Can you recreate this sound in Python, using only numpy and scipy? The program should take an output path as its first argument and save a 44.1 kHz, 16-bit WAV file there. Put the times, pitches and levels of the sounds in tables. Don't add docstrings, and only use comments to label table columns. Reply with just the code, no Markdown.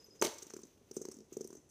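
import sys
import numpy as np
from scipy import signal
from scipy.fft import rfft, irfft, next_fast_len
from scipy.io import wavfile
from scipy.ndimage import map_coordinates

SR = 44100
rng = np.random.default_rng(int(sys.argv[2]) if len(sys.argv) > 2 else 0)


def output_pcm(signal):
    pcm = np.clip(np.atleast_2d(signal).T, -1, 1) * 32767
    wavfile.write(sys.argv[1], SR, np.round(pcm).astype(np.int16))


def boost(x):
    u = np.asarray(x, float) / 20
    return 10 ** u


N = 74970
KNOCK_S = 0.2233

# frequency in Hz, level in dB.
AIR_COLOUR = [(30, 12.5), (80, 13.5), (160, 4.5), (380, 4), (700, -6.5), (1500, -17), (5000, -22.5),
              (10000, -22.5), (16000, -38)]
# time in seconds, level in dB.
RUB_LEVELS = [
    [(0.3, -85), (0.398, -67.5), (0.8, -80.5)],
    [(0.9, -79.5), (1.106, -76.5), (1.29, -84)],
    [(1.3, -75), (1.346, -74), (1.7, -88)],
]
# frequency in Hz, level in dB.
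RUB_COLOUR = [(100, -38), (350, -3), (700, -12.5), (3000, -2.5), (6000, -9.5), (9000, -15), (12000, -12),
              (16000, -6)]
# frequency in Hz, level in dB.
SPIN_COLOUR = [(150, -25), (430, 11.5), (700, -9.5), (4400, -13.5), (5050, -13), (6800, -10), (9000, -20)]
# start in seconds, peak in dB, pitch in Hz,
# time to fall by 60 dB in seconds.
METAL_PINGS = [(.001, -58, 5050, 0.055), (.029, -64, 5050, 0.065), (.043, -49, 5050, 0.034),
               (.043, -62.5, 11720, 0.088), (.065, -67, 6030, 0.042), (.081, -73, 5960, 0.061),
               (.092, -81, 5050, 0.028), (.107, -53.5, 5050, 0.044), (.122, -58, 5050, 0.038),
               (.134, -56, 5050, 0.039), (.181, -75, 5050, .05), (.135, -79, 12300, 0.082),
               (.195, -72, 12450, .04), (.195, -49, 5050, 0.034)]
# frequency in Hz, level in dB.
CLAW_COLOUR = [(4000, -16), (5000, -11), (6800, -18), (8700, 4), (11000, -20), (12300, -20), (14000, 1),
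               (16000, -17)]
# start in seconds, # peak in
# dB, length in seconds, brightness in dB per octave.
ARM_SCUFFS = [(0.2144, -24, 0.0054, 0), (.2235, -19, 0.0032, 4), (0.2425, -25, 0.0033, -1),
              (0.2452, -17, 0.0022, 5), (0.2523, -22, 0.0026, -1), (0.262, -33, 0.0025, -5),
              (0.266, -38, 0.0051, 3), (0.289, -43, 0.0039, -18), (0.339, -42, 0.0057, 1),
              (0.381, -38, 0.004, 2), (0.384, -37.5, 0.0056, -2.5), (0.4203, -40, 0.0029, -8),
              (0.4237, -36, 0.0044, -4.5), (0.43, -32.5, 0.0029, 0), (0.4674, -38.5, 0.0034, 1),
              (0.5003, -39, 0.0025, 1.5), (0.503, -38.5, 0.0049, -5), (.512, -45, 0.0018, -6),
              (0.5365, -34, 0.0036, -2.5), (0.565, -39, 0.0048, -3.5), (0.591, -47.5, 0.0056, 3.5),
              (0.616, -50, 0.0061, 1), (0.633, -44, 0.0056, -9), (0.652, -50.5, 0.0042, -1),
              (0.669, -50.5, 0.0022, -7),
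              (0.9115, -42, 0.0054, -3), (0.9142, -39, .0025, -7), (0.944, -50, 0.0039, 3),
                (0.9654, -33.5, 0.0069, -1), (0.973, -39, 0.0043, 0.5), (1.015, -38.5, 0.0083, 0),
                (1.025, -45, 0.0026, -1), (1.052, -34.5, 0.004, -4), (1.0852, -39.5, 0.0038, -3.5),
                (1.114, -39.5, 0.0069, -1), (1.1188, -40.5, 0.0035, -1), (1.1404, -46.5, 0.0074, -3),
                (1.1672, -44, 0.0026, -1), (1.187, -46, 0.0023, -4), (1.204, -50.5, 0.0045, -7.5),
                (1.332, -46.5, 0.0027, -6.5), (1.3677, -40.5, 0.0041, -5.5), (1.371, -34, .003, 9),
                (1.4082, -38, 0.0044, -3), (1.414, -35.5, 0.0026, 2), (1.443, -42, 0.0078, 2),
                (1.474, -28.5, 0.0024, 8), (1.504, -48.5, 0.0079, -4), (1.528, -47, 0.009, -2.5),
                (1.551, -45, 0.0055, -1), (1.566, -52.5, 0.013, -8.5), (1.69, -57.5, 0.014, 0)]
# start in seconds, level in dB, length in seconds,
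# brightness in dB per octave.
PAW_DRAGS = [
    (1.325, -43, 0.015, 7.5),
]
# frequency in Hz, level in dB.
SCUFF_COLOUR = [(200, -21), (900, -3), (3600, -19.5), (5400, 0), (8000, 2), (11200, -13), (14000, -8),
                (16000, -6.5)]
# start in seconds, peak in dB, pitch in Hz,
# level of the lower tone in dB, level of the woody top in dB.
ARM_THUMPS = [(0.083, -53, 417, -12, 8), (0.126, -56, 412, -4, 0), (0.212, -29, 372, -1.5, -2),
              (0.424, -43.5, 393, -12, -5), (0.4641, -45.5, 336, 1, 9), (0.501, -50, 456, 7, -3),
              (0.5362, -35.5, 398, -0.5, 9), (0.5637, -35.5, 365, -9, 11), (0.5886, -42.5, 353, 6, 14),
              (0.6333, -43.5, 383, 10, -16), (0.652, -47.5, 250, -8, 0), (0.811, -55, 430, 6, 5),
              (0.9101, -37.5, 395, 0.5, -6), (0.9663, -26.5, 389, 0.5, -3), (1.013, -31.5, 391, -12, -7),
              (1.051, -33, 378, -11, 7), (1.084, -32.5, 390, 1, -3), (1.116, -55.5, 410, -3, 25.5),
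              (1.1398, -47.5, 293, 3, 8), (1.166, -41.5, 248, 2, -10), (1.185, -46.5, 393, 11, -6),
              (1.2045, -45, 397.4, 9, -13), (1.218, -53.5, 417, 3, -6), (1.3209, -37, 365, -7, -1),
              (1.3671, -27.5, 405, -2, -11), (1.407, -30.5, 413, 1.5, -8), (1.447, -35, 380, 2.5, -7),
              (1.502, -41, 370, -4, 8), (1.527, -40.5, 363, 6, 11), (1.551, -42, 398, 0, 6),
              (1.57, -46.5, 305, 0, 0)]
# pitch in Hz, level in dB, time to fall by 60 dB in seconds.
BOARD_TONES = [(375.7, -2.5, 0.061), (412, -5.5, 0.063), (513, -5, 0.032), (884, -4, 0.028),
               (1143, -14, 0.046), (2192, -19, 0.1), (2965, -23.5, 0.093)]
# start in seconds, peak in dB, pitch in Hz, # time to fall by 60 dB
# in seconds.
REBOUNDS = [(0.2336, -45, 940, 0.019), (.2365, -30.5, 592, 0.043), (0.2389, -31, 923, 0.022),
            (0.244, -33, 1280, 0.014), (0.2425, -32.5, 199, 0.033), (0.2458, -23.5, 347.6, 0.053),
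            (0.2548, -30, 410, 0.054), (.2612, -27, 2210, 0.011), (0.2619, -34.5, 439, 0.071),
            (0.2595, -54, 1100, 0.014), (.27, -35.5, 238, 0.055), (.273, -39, 608, 0.057),
            (.285, -43, 590, 0.062), (.29, -43.5, 830, 0.043), (.2152, -43.5, 6130, 0.021),
            (.2525, -39, 6470, .02), (.2465, -43, 6330, 0.0094)]
# frequency in Hz, level in dB.
SKID_COLOUR = [(150, 3.5), (360, 4.5), (600, 6.5), (1500, -4.5), (4000, 1), (9000, -8.5), (15000, -22)]
# delay in seconds, level in dB.
WALL_SLAPS = [
    (0.013, -16),
    (0.0265, -12.5),
    (0.042, -17),
]
# frequency in Hz, time to fall by 60 dB in seconds.
ROOM_DECAY = [(200, 0.72), (1000, 0.51), (5000, 0.45), (14000, 0.36)]


def unit(x):
    return x / np.sqrt(np.mean(x ** 2) + 1e-20)


def along(points, hz):
    f, v = np.transpose(points)
    return np.interp(np.log(hz + 1), np.log(f + 1), v)


def filtered(x, response):
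    m = next_fast_len(len(x) + 4096)
    spectrum = rfft(x, m) * response(np.fft.rfftfreq(m, 1 / SR))
    return irfft(spectrum, m)[:len(x)]


def noise(colour, size, tilt_db=0):
    def response(hz):
        octaves = np.log2(np.maximum(hz, 3500) / 6000)
        return boost(along(colour, hz) + tilt_db * octaves)
    return unit(filtered(rng.standard_normal(size), response))


def wander(count, steps):
    return map_coordinates(rng.standard_normal(count), [steps])


def ring(hz, db, t60, attack_s):
    t = np.arange(SR // 4) / SR
    return boost(db - 60 * t / t60) * np.sin(2 * np.pi * hz * t) * (1 - np.exp(-t / attack_s))


def add(track, s, sound):
    part = track[max(round(s * SR), 0):][:len(sound)]
    part += sound[:len(part)]


def air():
    return boost(-64) * noise(AIR_COLOUR, N)


def whirr():
    t = np.arange(N) / SR
    s, db = np.transpose(sum(RUB_LEVELS, []))
    level = np.interp(t, s, db, left=-120) + 1.5
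    return boost(level + 2.8 * wander(300, t * 90)) * noise(RUB_COLOUR, N)


def spinning_hum():
    t = np.arange(round(KNOCK_S * SR)) / SR
    hum = boost(-70 + 2.3 * wander(40, t * 70)) * noise(SPIN_COLOUR, len(t))
    bearing_level = boost(-77.5 + 2.4 * wander(40, t * 110))
    bearing_phase = 2 * np.pi * 5050 * t + 1.7 * wander(40, t * 90)
    out = np.zeros(N)
    add(out, 0, hum + bearing_level * np.sin(bearing_phase))
    return out


def pings():
    pair_hz = 106
    out = np.zeros(N)
    for s, db, hz, t60 in METAL_PINGS:
        add(out, s, ring(hz, db, t60, 0.0015) + ring(hz + pair_hz, db - 15, t60, 0.00034))
    return out


def scrape():
    start_s, length_s, level_db, sag = 0.93, 0.05, -62, 0.202
    u = np.linspace(0, 1, round(length_s * SR))
    swell = boost(level_db + 1.6 * wander(40, u * 30)) * np.sin(np.pi * u)
    position = np.cumsum(1 + sag * (0.5 - u))
    grit = map_coordinates(noise(CLAW_COLOUR, 2 * len(u)), [position])
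    out = np.zeros(N)
    add(out, start_s, swell * grit)
    return out


def patchy_colour():
    hz = np.linspace(200, 16000, 16)
    patches_db = 3.5 * rng.standard_normal(len(hz)) * (hz > 1000)
    return np.transpose([hz, along(SCUFF_COLOUR, hz) + patches_db])


def scuffs():
    out, t = np.zeros(N), np.arange(SR // 10) / SR
    rows = [(*row, 0.0007) for row in ARM_SCUFFS]
    rows += [(*row, 0.17 * row[2]) for row in PAW_DRAGS]
    for s, db, length_s, tilt_db, rise_s in rows:
        grains = np.repeat(rng.standard_normal(len(t) // 24 + 1), 24)[:len(t)]
        shape = (1 - np.exp(-t / rise_s)) * np.exp(-(t / max(length_s, 0.0005)) ** 1.3)
        slide = unit(shape * boost(3.3 * grains) * noise(patchy_colour(), len(t), tilt_db))
        add(out, s, boost(db - 11) * slide * np.sqrt(np.mean(shape ** 2)))
    return out


def thumps():
    attack_s, low_t60, lag_s = 0.0036, 0.039, 0.00093
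    out = np.zeros(N)
    for s, db, hz, low_db, top_db in ARM_THUMPS:
        main = -ring(hz, db + 8.5, 0.023, attack_s)
        low = ring(219, db + low_db - 6.5, low_t60, attack_s)
        boom = ring(164.3, db - 11.5, low_t60, attack_s)
        top_hz = 1100 * (1 + 0.15 * rng.normal())
        top = ring(top_hz, db + top_db - 20.5, 0.009, 0.0004)
        add(out, s + lag_s, main + low + boom + top)
    return out


def knock():
    snap_s, snap_db, knock_db = 0.00008, -14.5, -21
    crack_db, crack_t60, rebound_crack_db = -21, 0.028, -4.5
    skid_db, skid_hold_s, skid_t60 = -40.5, 0.035, 0.14
    out, t = np.zeros(N), np.arange(SR // 2) / SR
    add(out, KNOCK_S - 2 * snap_s, -boost(snap_db) * np.exp(-(t / snap_s - 2) ** 2))
    for hz, db, t60 in BOARD_TONES:
        add(out, KNOCK_S, ring(hz, knock_db + db, t60, 0.00025))
    cracks = [(KNOCK_S, crack_db)] + [(s, db + rebound_crack_db) for s, db, *_ in REBOUNDS]
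    for s, db in cracks:
        add(out, s, boost(db - 60 * t / crack_t60) * rng.standard_normal(len(t)) / 3)
    for s, db, hz, t60 in REBOUNDS:
        add(out, s, ring(hz, db, t60, 0.0015))
    fall_db = -60 * np.maximum(t - skid_hold_s, 0) / skid_t60
    lumps_db = 4.05 * wander(200, t * 250)
    add(out, KNOCK_S, boost(skid_db + fall_db + lumps_db) * noise(SKID_COLOUR, len(t)))
    return out


def wall_slaps(taps, blow):
    def walls(f):
        echoes = sum(boost(db) * np.exp(-2j * np.pi * f * s) for s, db in WALL_SLAPS)
        return echoes / (1 + 1j * f / 970) ** 2
    return filtered(taps + boost(-10.5) * blow, walls)


def room_tail(sound):
    hz, t, z = signal.stft(rng.standard_normal(SR // 2), SR, nperseg=256)
    fading = z * boost(-60 * t / along(ROOM_DECAY, hz)[:, None])
    tail = signal.istft(fading, SR, nperseg=256)[1]
    tail = filtered(tail, lambda f: (1j * f / (490 + 1j * f)) ** 2)
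    out = np.zeros(N)
    add(out, 0.008, signal.fftconvolve(sound, boost(-10.5) * tail / np.linalg.norm(tail)))
    return out


def scene():
    background = air() + whirr() + spinning_hum() + pings() + scrape()
    taps, blow = scuffs() + thumps(), knock()
    echoes = wall_slaps(taps, blow) + room_tail(taps + blow)
    return (background + taps + blow + echoes)[None]


def roll_off(x):
    return signal.sosfilt(signal.butter(12, 16450, fs=SR, output="sos"), x)


def record(dry):
    def microphone(f):
        port_hz, width_hz, port_db = 6166, 482, 9.5
        port = 1 + boost(port_db) * 1j * f * width_hz / (port_hz ** 2 - f * f + 1j * f * width_hz)
        treble_edge = 1 / (1 + (f / 15200) ** 120)
        low_cut = (1j * f / (100 + 1j * f)) ** 2
        return port * treble_edge * low_cut
    return roll_off(filtered(dry[0], microphone)[None])


dry = scene()
out = record(dry)
output_pcm(out)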